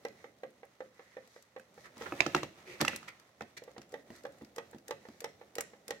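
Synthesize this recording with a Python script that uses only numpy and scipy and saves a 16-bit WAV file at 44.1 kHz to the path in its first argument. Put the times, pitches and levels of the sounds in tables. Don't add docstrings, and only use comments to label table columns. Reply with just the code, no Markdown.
import sys
import numpy as np
from scipy import signal
from scipy.fft import rfft, irfft, next_fast_len
from scipy.io import wavfile

SR = 44100
rng = np.random.default_rng(int(sys.argv[2]) if len(sys.argv) > 2 else 0)


def dump(signal):
    limited = np.clip(np.atleast_2d(signal).T, -1, 1)
    pcm = np.round(limited * 32767).astype(np.int16)
    wavfile.write(sys.argv[1], SR, pcm)


N = 264600
HIT_SAMPLES = 8192
TIME_S, AGE_S = np.arange(N) / SR, np.arange(HIT_SAMPLES) / SR

STROKES = [(0.0493, 483, -39, -44.5, None), (0.4326, 524, -41.5, -50.5, None),
           (0.804, 524, -42.5, -51.5, None), (1.167, 523, -44.5, -52.5, None),
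           (1.562, 520, -45.5, -52, None), (2.01, 472, -43, -48.5, None), (3.407, 484, -47.5, -47, None),
           (3.619, 491, -50.5, -63.5, None), (3.677, 500, -50, -59, None), (3.939, 482, -41.5, -47, 0.018),
           (4.2507, 540, -41, -48, 0.016), (4.581, 482, -41.5, -43.5, 0.02),
           (4.9074, 491, -39.5, -42.5, 0.027), (5.2416, 478, -41, -42, 0.037),
           (5.5821, 481, -39, -41, 0.029), (5.9058, 490, -39.5, -41, 0.026)]
# t/s, drum level/dB
RETURNS = [(0.241, -50), (0.63, -53), (0.993, -54), (1.361, -55.5), (1.776, -56.5), (3.763, -53),
           (4.41, -58.5), (4.731, -55.5), (5.051, -54.5), (5.412, -54.5), (5.733, -56.5)]
# t/s, click level/dB, top level/dB
RIB_TICKS = [(0.084, -61.5, -79), (1.274, -70, -72), (1.424, -69, -68), (1.596, -74, -69),
             (1.979, -60, -65), (2.812, -40, -41), (2.849, -54, -50), (2.88, -51, -44),
             (2.9605, -47.5, -47), (3.197, -65.5, -72.5), (3.637, -63, -66.5), (3.714, -71, -82),
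             (3.816, -59.5, -80), (4.162, -80, -68), (4.321, -75, -73), (4.447, -63.5, -88),
             (4.711, -76, -66.5), (4.783, -66, -81), (5.607, -45.5, -41)]
# t/s, length/s, rub level/dB, squeak f/Hz, hiss level/dB
PLEAT_SCRAPES = [(0.131, 0.18, -68.5, 2030, -72.5), (0.88, 0.43, -69.5, 1930, -75),
                 (1.248, 0.21, -74, 1960, -69), (1.736, 0.17, -69, 2000, -67),
                 (1.836, 0.044, -54, 1720, -64.5), (2.056, 0.023, -41.5, 1410, -68),
                 (2.188, 0.05, -45, 2100, -68), (2.349, 0.055, -44, 2020, -53),
                 (2.645, 0.14, -54, 2360, -60.5), (2.8, 0.02, -37, 1470, -59),
                 (2.875, 0.014, -33.5, 2160, -66), (2.884, 0.096, -49.5, 2590, -59),
                 (3.075, 0.022, -45, 2020, -53), (3.566, 0.022, -48, 2120, -49.5),
                 (4.1, 0.12, -64.5, 1780, -64.5), (4.95, 0.35, -72.5, 2000, -72.5)]
# t/s, ring f/Hz, thud level/dB, ring level/dB, crack level/dB, pan/dB
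RIB_CLACKS = [(1.597, 1587, -67, -61.5, -75, -8), (1.969, 1190, -54.5, -65, -65, 0),
              (2.02, 1300, -56, -52.5, -55.5, 3), (2.1222, 1264, -41.5, -43, -63, -2.5),
              (2.2045, 2330, -38, -33.5, -33, -22), (2.2631, 1305, -35, -46, -42, -22.5),
              (2.3474, 1343, -32, -30, -37.5, -1), (2.364, 1280, -43, -49, -48.5, -7),
              (2.431, 1135, -40.5, -46.5, -45.5, -4), (2.806, 1630, -40, -55, -42, -10),
              (2.8117, 1810, -37, -42.5, -34.5, -16.5), (2.819, 1220, -31.5, -45, -49, -11),
              (2.849, 1290, -50, -35.5, -42, -5.5), (2.88, 2735, -47, -32, -38, -7),
              (2.932, 1390, -47, -53.5, -70, -6), (3.029, 1270, -70, -60, -65, -8),
              (3.409, 1370, -51, -52, -80, -4.5), (3.419, 980, -49.5, -58, -57.5, -1),
              (3.78, 1260, -49.5, -59.5, -58, -2), (4.103, 1876, -49.5, -62, -69, -3),
              (4.419, 965, -47, -76, -73, 8), (4.746, 960, -48.5, -75, -70, 5),
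              (5.086, 1260, -53, -65, -66.5, -4)]
# t/s, level/dB
EFFORT = [(0.0, -63.5), (0.6, -71), (1.6, -74.5), (1.8, -63), (2.55, -87.5), (3.4, -69), (4.1, -63.5),
          (6.0, -66)]
# t/s, level/dB
FOLD_FRICTION = [(1.8, -76), (1.93, -68.5), (2.02, -53.5), (2.4, -55), (2.52, -65), (2.78, -61),
                 (2.87, -51), (3.02, -63), (3.401, -75.5)]
# t/s, share shut/1
CLOSURE = [(1.97, 0), (2.1, 0.8), (2.35, 1), (2.8, 1), (2.88, 0)]

# f/Hz, level/dB, t60/s
PLEAT_MODES = [(746, -3, 0.042), (826.6, 4, 0.031), (1100, -6, 0.039), (1272, -4.5, 0.03),
               (1270, -3.5, 0.025), (1571, -4, 0.031), (1864, -1, 0.041), (1974, 0.5, 0.026),
               (2230, -5, 0.02), (2600, -7.5, 0.022), (3200, -41, .02), (3940, -5, 0.015)]
RIB_MODES = [(1140, -34, 0.0076), (1284, -4.5, 0.061), (1390, 3, 0.0051), (1780, -5.5, 0.14),
             (2152, 8, 0.022), (2520, 0, 0.015), (2613, 14.5, 0.021), (3020, -2, 0.024),
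             (3800, -12.5, .016)]

# f/Hz, gain/dB
AIR_EQ = [(25, -46), (45, -37), (70, 2.5), (120, -1.5), (200, 6), (340, 0.5), (560, 4), (800, -2),
          (1300, -32), (3000, -27)]
RUSTLE_EQ = [(400, -11), (850, 2), (1300, 3.5), (1600, -2), (1950, 3), (2700, -2), (3600, -5.5),
             (5500, -35.5)]
HISS_EQ = [(2500, -21), (4000, 2), (4900, 0), (6200, 1), (7400, -5), (8500, -6), (10000, -12), (12400, -10),
           (14000, -19), (16000, -16.5)]
CRACKLE_EQ = [(1500, -3), (2800, 2.5), (4000, 6), (4700, -3), (5600, 7.5), (7200, -6.5), (9000, -14),
              (16000, -53)]
KNOCK_EQ = [(200, -18), (420, -1), (700, 7.5), (950, -2), (1800, -34.5)]
THUD_EQ = [(40, -54), (100, -3), (200, -2.5), (330, -4), (450, -8), (1000, -40.5)]
CLICK_EQ = [(600, -6.5), (2000, 1), (3500, -3.5), (5500, 1.5), (7000, -6), (10000, -15)]
CLICK_TOP_EQ = [(4000, -24.5), (7500, -7.5), (10000, -14), (13000, -14), (16000, -21)]
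DRONE_EQ = [(150, -9), (290, -8.5), (350, 8.5), (410, 4), (600, -7), (1500, -69)]
CRACK_EQ = [(2000, -5.5), (2800, 1.5), (3800, 1.5), (4500, -1), (6000, 0), (8000, -8), (10000, -24),
            (12500, -27), (16000, -33)]

# f/Hz, t60/s
ROOM_DECAY = [(100, 0.68), (300, 0.43), (520, 0.23), (900, 0.0638), (2000, 0.3), (6000, 0.5), (15000, 0.04)]
# f/Hz, gain/dB
ROOM_EQ = [(80, 1.5), (200, -3), (330, -0.5), (600, 8), (1200, 9.5), (2200, 3.5), (6000, -5), (15000, 2.5)]
# delay/s, gain/1
EARLY_ECHOES = [(0.0102, 0.11), (0.0137, 0.35), (0.0172, 0.17)]
# f/Hz, pan/dB
PORT_TILT = [(60, -5), (200, -0.5), (480, -1.5), (800, -5), (1290, -6.5), (1900, -10), (2700, 2),
             (4400, 4.5), (7500, 3), (10000, -6.5), (12500, -5.5), (16000, -5.5)]


def undb(db):
    return 10 ** (np.asarray(db) / 20)


def pan(db):
    return undb(np.array([[db], [-db]]) / 2)


def along(points, hz):
    f, value = np.transpose(points)
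    return np.interp(np.log(np.maximum(hz, 1)), np.log(f), value)


def colour(x, eq):
    size = next_fast_len(x.shape[-1] + HIT_SAMPLES, True) // 2 * 2
    cepstrum = irfft(along(eq, np.fft.rfftfreq(size, 1 / SR)) * np.log(10) / 20)
    cepstrum[1:size // 2] *= 2
    cepstrum[size // 2 + 1:] = 0
    return irfft(rfft(x, size) * np.exp(rfft(cepstrum)))[..., :x.shape[-1]]


def noise(size, split_hz=1300):
    mid, side = rfft(rng.standard_normal((2, size)))
    alike = 1 / (1 + (np.fft.rfftfreq(size, 1 / SR) / split_hz) ** 2) ** 2
    mid, side = mid * np.sqrt(1 + alike), side * np.sqrt(1 - alike)
    return irfft(np.array([mid + side, mid - side]), size) / np.sqrt(2)


def friction(size, rough, slip_samples=44):
    strength = np.exp(rough * rng.standard_normal(size // slip_samples + 1).clip(-2.5, 2.5))
    return noise(size) * np.repeat(strength, slip_samples)[:size]


def wander(rate_hz):
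    knots_s = np.arange(0, N / SR + 1, 1 / rate_hz)
    return np.interp(TIME_S, knots_s, rng.standard_normal(len(knots_s)))


def level(x, db):
    return x * undb(db) / np.sqrt(np.mean(x ** 2))


def blow(x, db):
    return x * undb(db) / np.sqrt(np.mean(x ** 2) * HIT_SAMPLES / (0.02 * SR))


def fade(t60_s, rise_s):
    return (1 - np.exp(-(AGE_S / rise_s) ** 2)) * np.exp(-np.log(1000) * AGE_S / t60_s)


def tone(hz, t60_s, rise_s):
    return np.sin(2 * np.pi * hz * AGE_S) * fade(t60_s, rise_s)


def ring(modes, weight_db, rise_s, skew_rad_per_khz, scatter_db=2, detune=0.032):
    hz, db, t60_s = np.transpose(modes)[:, :, None]
    tune, size = rng.standard_normal((2, len(modes), 1))
    phase, skew = rng.uniform(-1, 1, (2, len(modes), 1))
    angle = 2 * np.pi * (hz * (1 + detune * tune) * AGE_S + phase)
    swing = undb(db + weight_db + scatter_db * size) * fade(t60_s, rise_s)
    skew_rad = skew_rad_per_khz * skew * hz / 1000
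    return np.array([np.sum(swing * np.sin(angle + side * skew_rad), axis=0) for side in (1, -1)])


def burst(eq, db, t60_s, rise_s):
    return np.array([blow(port, db) for port in colour(noise(HIT_SAMPLES) * fade(t60_s, rise_s), eq)])


def add(out, t_s, x):
    start = max(int(t_s * SR), 0)
    out[:, start:start + x.shape[-1]] += x[..., :N - start]


def by_closure(t_s, when_open, when_shut):
    return when_open + (when_shut - when_open) * np.interp(t_s, *np.transpose(CLOSURE))


def mains_hum(hz=120, db=-80.5):
    return undb(db) * np.sin(2 * np.pi * hz * TIME_S)


def air_and_rustle(easy_db=-68, rustle_db=-73, hiss_db=-76, lull_db=-2, lead_s=0.066, width_s=0.032):
    effort_db = np.interp(TIME_S, *np.transpose(EFFORT))
    fold_db = np.interp(TIME_S, *np.transpose(FOLD_FRICTION))
    turn_db = lull_db * sum(np.exp(-((TIME_S - t_s + lead_s) / width_s) ** 2) for t_s, *_ in STROKES)
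    flex_db = 0.15 * (effort_db - easy_db) + turn_db
    air_gain = np.hypot(undb(effort_db + turn_db), undb(fold_db - 1))
    rustle_gain = np.hypot(undb(rustle_db + flex_db), undb(fold_db))
    hiss_gain = np.hypot(undb(hiss_db + flex_db), undb(fold_db - 6.5))
    slips = friction(N, rough=0.24) * undb(1.5 * wander(rate_hz=24))
    rustle = rustle_gain * level(colour(slips, RUSTLE_EQ), 0)
    hiss = hiss_gain * level(colour(slips, HISS_EQ), 0)
    return rustle + hiss + air_gain * level(colour(noise(N), AIR_EQ), 0)


def crackle_level_db(pleat_db, hard_blow_db=-42, db_per_db=2.43):
    return -46 + db_per_db * (pleat_db - hard_blow_db)


def pop_events(buckle_hz=477.4, return_hz=489.2):
    for t_s, hz, drum_db, pleat_db, slack_s in STROKES:
        yield t_s, hz, drum_db, pleat_db
        if slack_s:
            yield t_s - 0.66 * slack_s, buckle_hz, drum_db - 9, pleat_db - 19.5
    for t_s, drum_db in RETURNS:
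        yield t_s, return_hz, drum_db, drum_db - 3


def leaf_pops(pitch_sag=0.051, tighten_s=0.0039, rebound_db=-13, rebound_s=0.013):
    out = np.zeros((2, N))
    for t_s, hz, drum_db, pleat_db in pop_events():
        cycles = np.cumsum(hz * (1 - pitch_sag * np.exp(-AGE_S / tighten_s))) / SR
        rebound = undb(rebound_db) * np.interp(AGE_S - rebound_s, AGE_S, fade(0.034, 0.0024))
        swing = fade(0.028, 0.0019) + rebound
        drum = blow(-np.sin(2 * np.pi * cycles) * swing, drum_db - 1)
        modes = ring(PLEAT_MODES, 0, rise_s=0.0017, skew_rad_per_khz=0.22, detune=0.037)
        pleats = blow(modes, pleat_db - 2)
        crackle_db = crackle_level_db(pleat_db)
        crackle = burst(CRACKLE_EQ, crackle_db - 2, t60_s=0.023, rise_s=0.0014)
        knock = burst(KNOCK_EQ, drum_db - 14, t60_s=0.054, rise_s=0.001)
        snap_db = crackle_db - 7 + 0.28 * (crackle_db + 40)
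        snap = burst(CLICK_TOP_EQ, snap_db, t60_s=0.022, rise_s=0.0007)
        settle = burst(RUSTLE_EQ, pleat_db - 9, t60_s=0.043, rise_s=0.0033)
        puff = burst(THUD_EQ, drum_db - 20.5, t60_s=0.29, rise_s=0.027)
        add(out, t_s, drum + pleats + crackle + knock + snap + settle + puff)
    return out


def tick_events(stray_per_s=4, stray_db=-80, spread_db=7):
    yield from RIB_TICKS
    for t_s, _, _, pleat_db, slack_s in STROKES:
        if slack_s:
            crackle_db = crackle_level_db(pleat_db)
            yield t_s - slack_s, crackle_db - 7, crackle_db - 8
    for when, click, top in rng.uniform(-1, 1, (int(stray_per_s * N / SR), 3)):
        yield abs(when) * N / SR, stray_db + spread_db * click, stray_db + spread_db * top


def rib_ticks(t60_s=0.023, rise_s=0.0007):
    out = np.zeros((2, N))
    for t_s, click_db, top_db in tick_events():
        pan_db = 1 - 0.14 * (click_db + 60)
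        click = burst(CLICK_EQ, click_db, t60_s, rise_s)
        top = burst(CLICK_TOP_EQ, top_db, t60_s, rise_s)
        add(out, t_s, pan(pan_db) * (click + top))
    return out


def pleat_scrapes(squeak_width_hz=600):
    out = np.zeros((2, N))
    for t_s, length_s, rub_db, hz, hiss_db in PLEAT_SCRAPES:
        slips = friction(4 * HIT_SAMPLES, rough=0.27)
        resonance = signal.iirpeak(hz, hz / squeak_width_hz, fs=SR)
        squeak = level(signal.lfilter(*resonance, colour(slips, RUSTLE_EQ)), rub_db)
        hiss = level(colour(slips, HISS_EQ), hiss_db)
        drone = level(colour(slips, DRONE_EQ), rub_db + by_closure(t_s, -10, 0.5))
        swell = np.sin(np.pi * np.minimum(TIME_S[:slips.shape[1]] / length_s, 1))
        add(out, t_s, (squeak + hiss + drone) * swell)
    return out


def rib_clacks(open_thud_hz=236, shut_thud_hz=343.6, drone_hz=332.3, focus_db_per_oct=9, lean_db=5):
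    out = np.zeros((2, N))
    for t_s, hz, thud_db, ring_db, crack_db, pan_db in RIB_CLACKS:
        weight_db = -focus_db_per_oct * np.abs(np.log2(np.array(RIB_MODES)[:, :1] / hz))
        ribs = blow(ring(RIB_MODES, weight_db, rise_s=0.00062, skew_rad_per_khz=0.1), ring_db - 6)
        thud_hz = by_closure(t_s, open_thud_hz, shut_thud_hz)
        thud = blow(tone(thud_hz, t60_s=0.048, rise_s=0.00074), thud_db - 2)
        rumble = burst(THUD_EQ, thud_db - 6, t60_s=0.093, rise_s=0.00055)
        drone = blow(tone(drone_hz, t60_s=0.2, rise_s=0.0095), thud_db - 9)
        knock_db = thud_db + 0.42 * (ring_db - thud_db) - 2
        knock = burst(KNOCK_EQ, knock_db, t60_s=0.026, rise_s=0.0008)
        crack = burst(CRACK_EQ, crack_db, t60_s=0.021, rise_s=0.0009)
        add(out, t_s, pan(pan_db + lean_db) * ribs + thud + rumble + drone + knock + crack)
    return out


def struck_ribs(lean_db=3):
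    out = np.zeros((2, N))
    for t_s, hz, _, ring_db, _, pan_db in RIB_CLACKS:
        add(out, t_s, pan(pan_db + lean_db) * blow(tone(hz, t60_s=0.017, rise_s=0.00024), ring_db))
    return out


def from_left(x, lag_s=0.00014):
    delay = np.exp(-2j * np.pi * np.fft.rfftfreq(N, 1 / SR) * lag_s)
    return np.array([x[0], irfft(rfft(x[1]) * delay, N)])


def room(dry, tail_trim_db=-12, onset_s=0.0016, echo_cut_hz=2500):
    hz, age_s, cells = signal.stft(noise(SR * 2 // 3), SR, nperseg=256)
    decay = np.exp(-np.log(1000) * age_s / along(ROOM_DECAY, hz)[:, None])
    tail = signal.istft(cells * decay, SR)[1]
    tail *= 1 - np.exp(-(np.arange(tail.shape[1]) / SR / onset_s) ** 2)
    tail = colour(tail / np.sqrt(np.sum(tail ** 2) / 2), ROOM_EQ)
    out = undb(tail_trim_db) * signal.fftconvolve(dry, tail, axes=1)[:, :N]
    dull = signal.lfilter(*signal.butter(1, echo_cut_hz, fs=SR), dry)
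    for delay_s, gain in EARLY_ECHOES:
        add(out, delay_s, gain * dull)
    return out


def scene(tick_send_db=-2, clack_send_db=-1):
    leaf = from_left(leaf_pops()) + pleat_scrapes()
    ticks, clacks = rib_ticks(), rib_clacks()
    walls = room(leaf + undb(tick_send_db) * ticks + undb(clack_send_db) * clacks)
    return mains_hum() + air_and_rustle() + leaf + ticks + clacks + struck_ribs() + walls


def record(dry, low_cut_hz=55, high_cut_hz=15900):
    tilt_db = along(PORT_TILT, np.fft.rfftfreq(N, 1 / SR))
    heard = irfft(rfft(dry) * undb(np.array([tilt_db, -tilt_db]) / 2), N)
    heard = signal.sosfilt(signal.butter(2, low_cut_hz, "high", fs=SR, output="sos"), heard)
    return signal.sosfilt(signal.ellip(10, 0.2, 70, high_cut_hz, fs=SR, output="sos"), heard)


dry = scene()
out = record(dry)
dump(out)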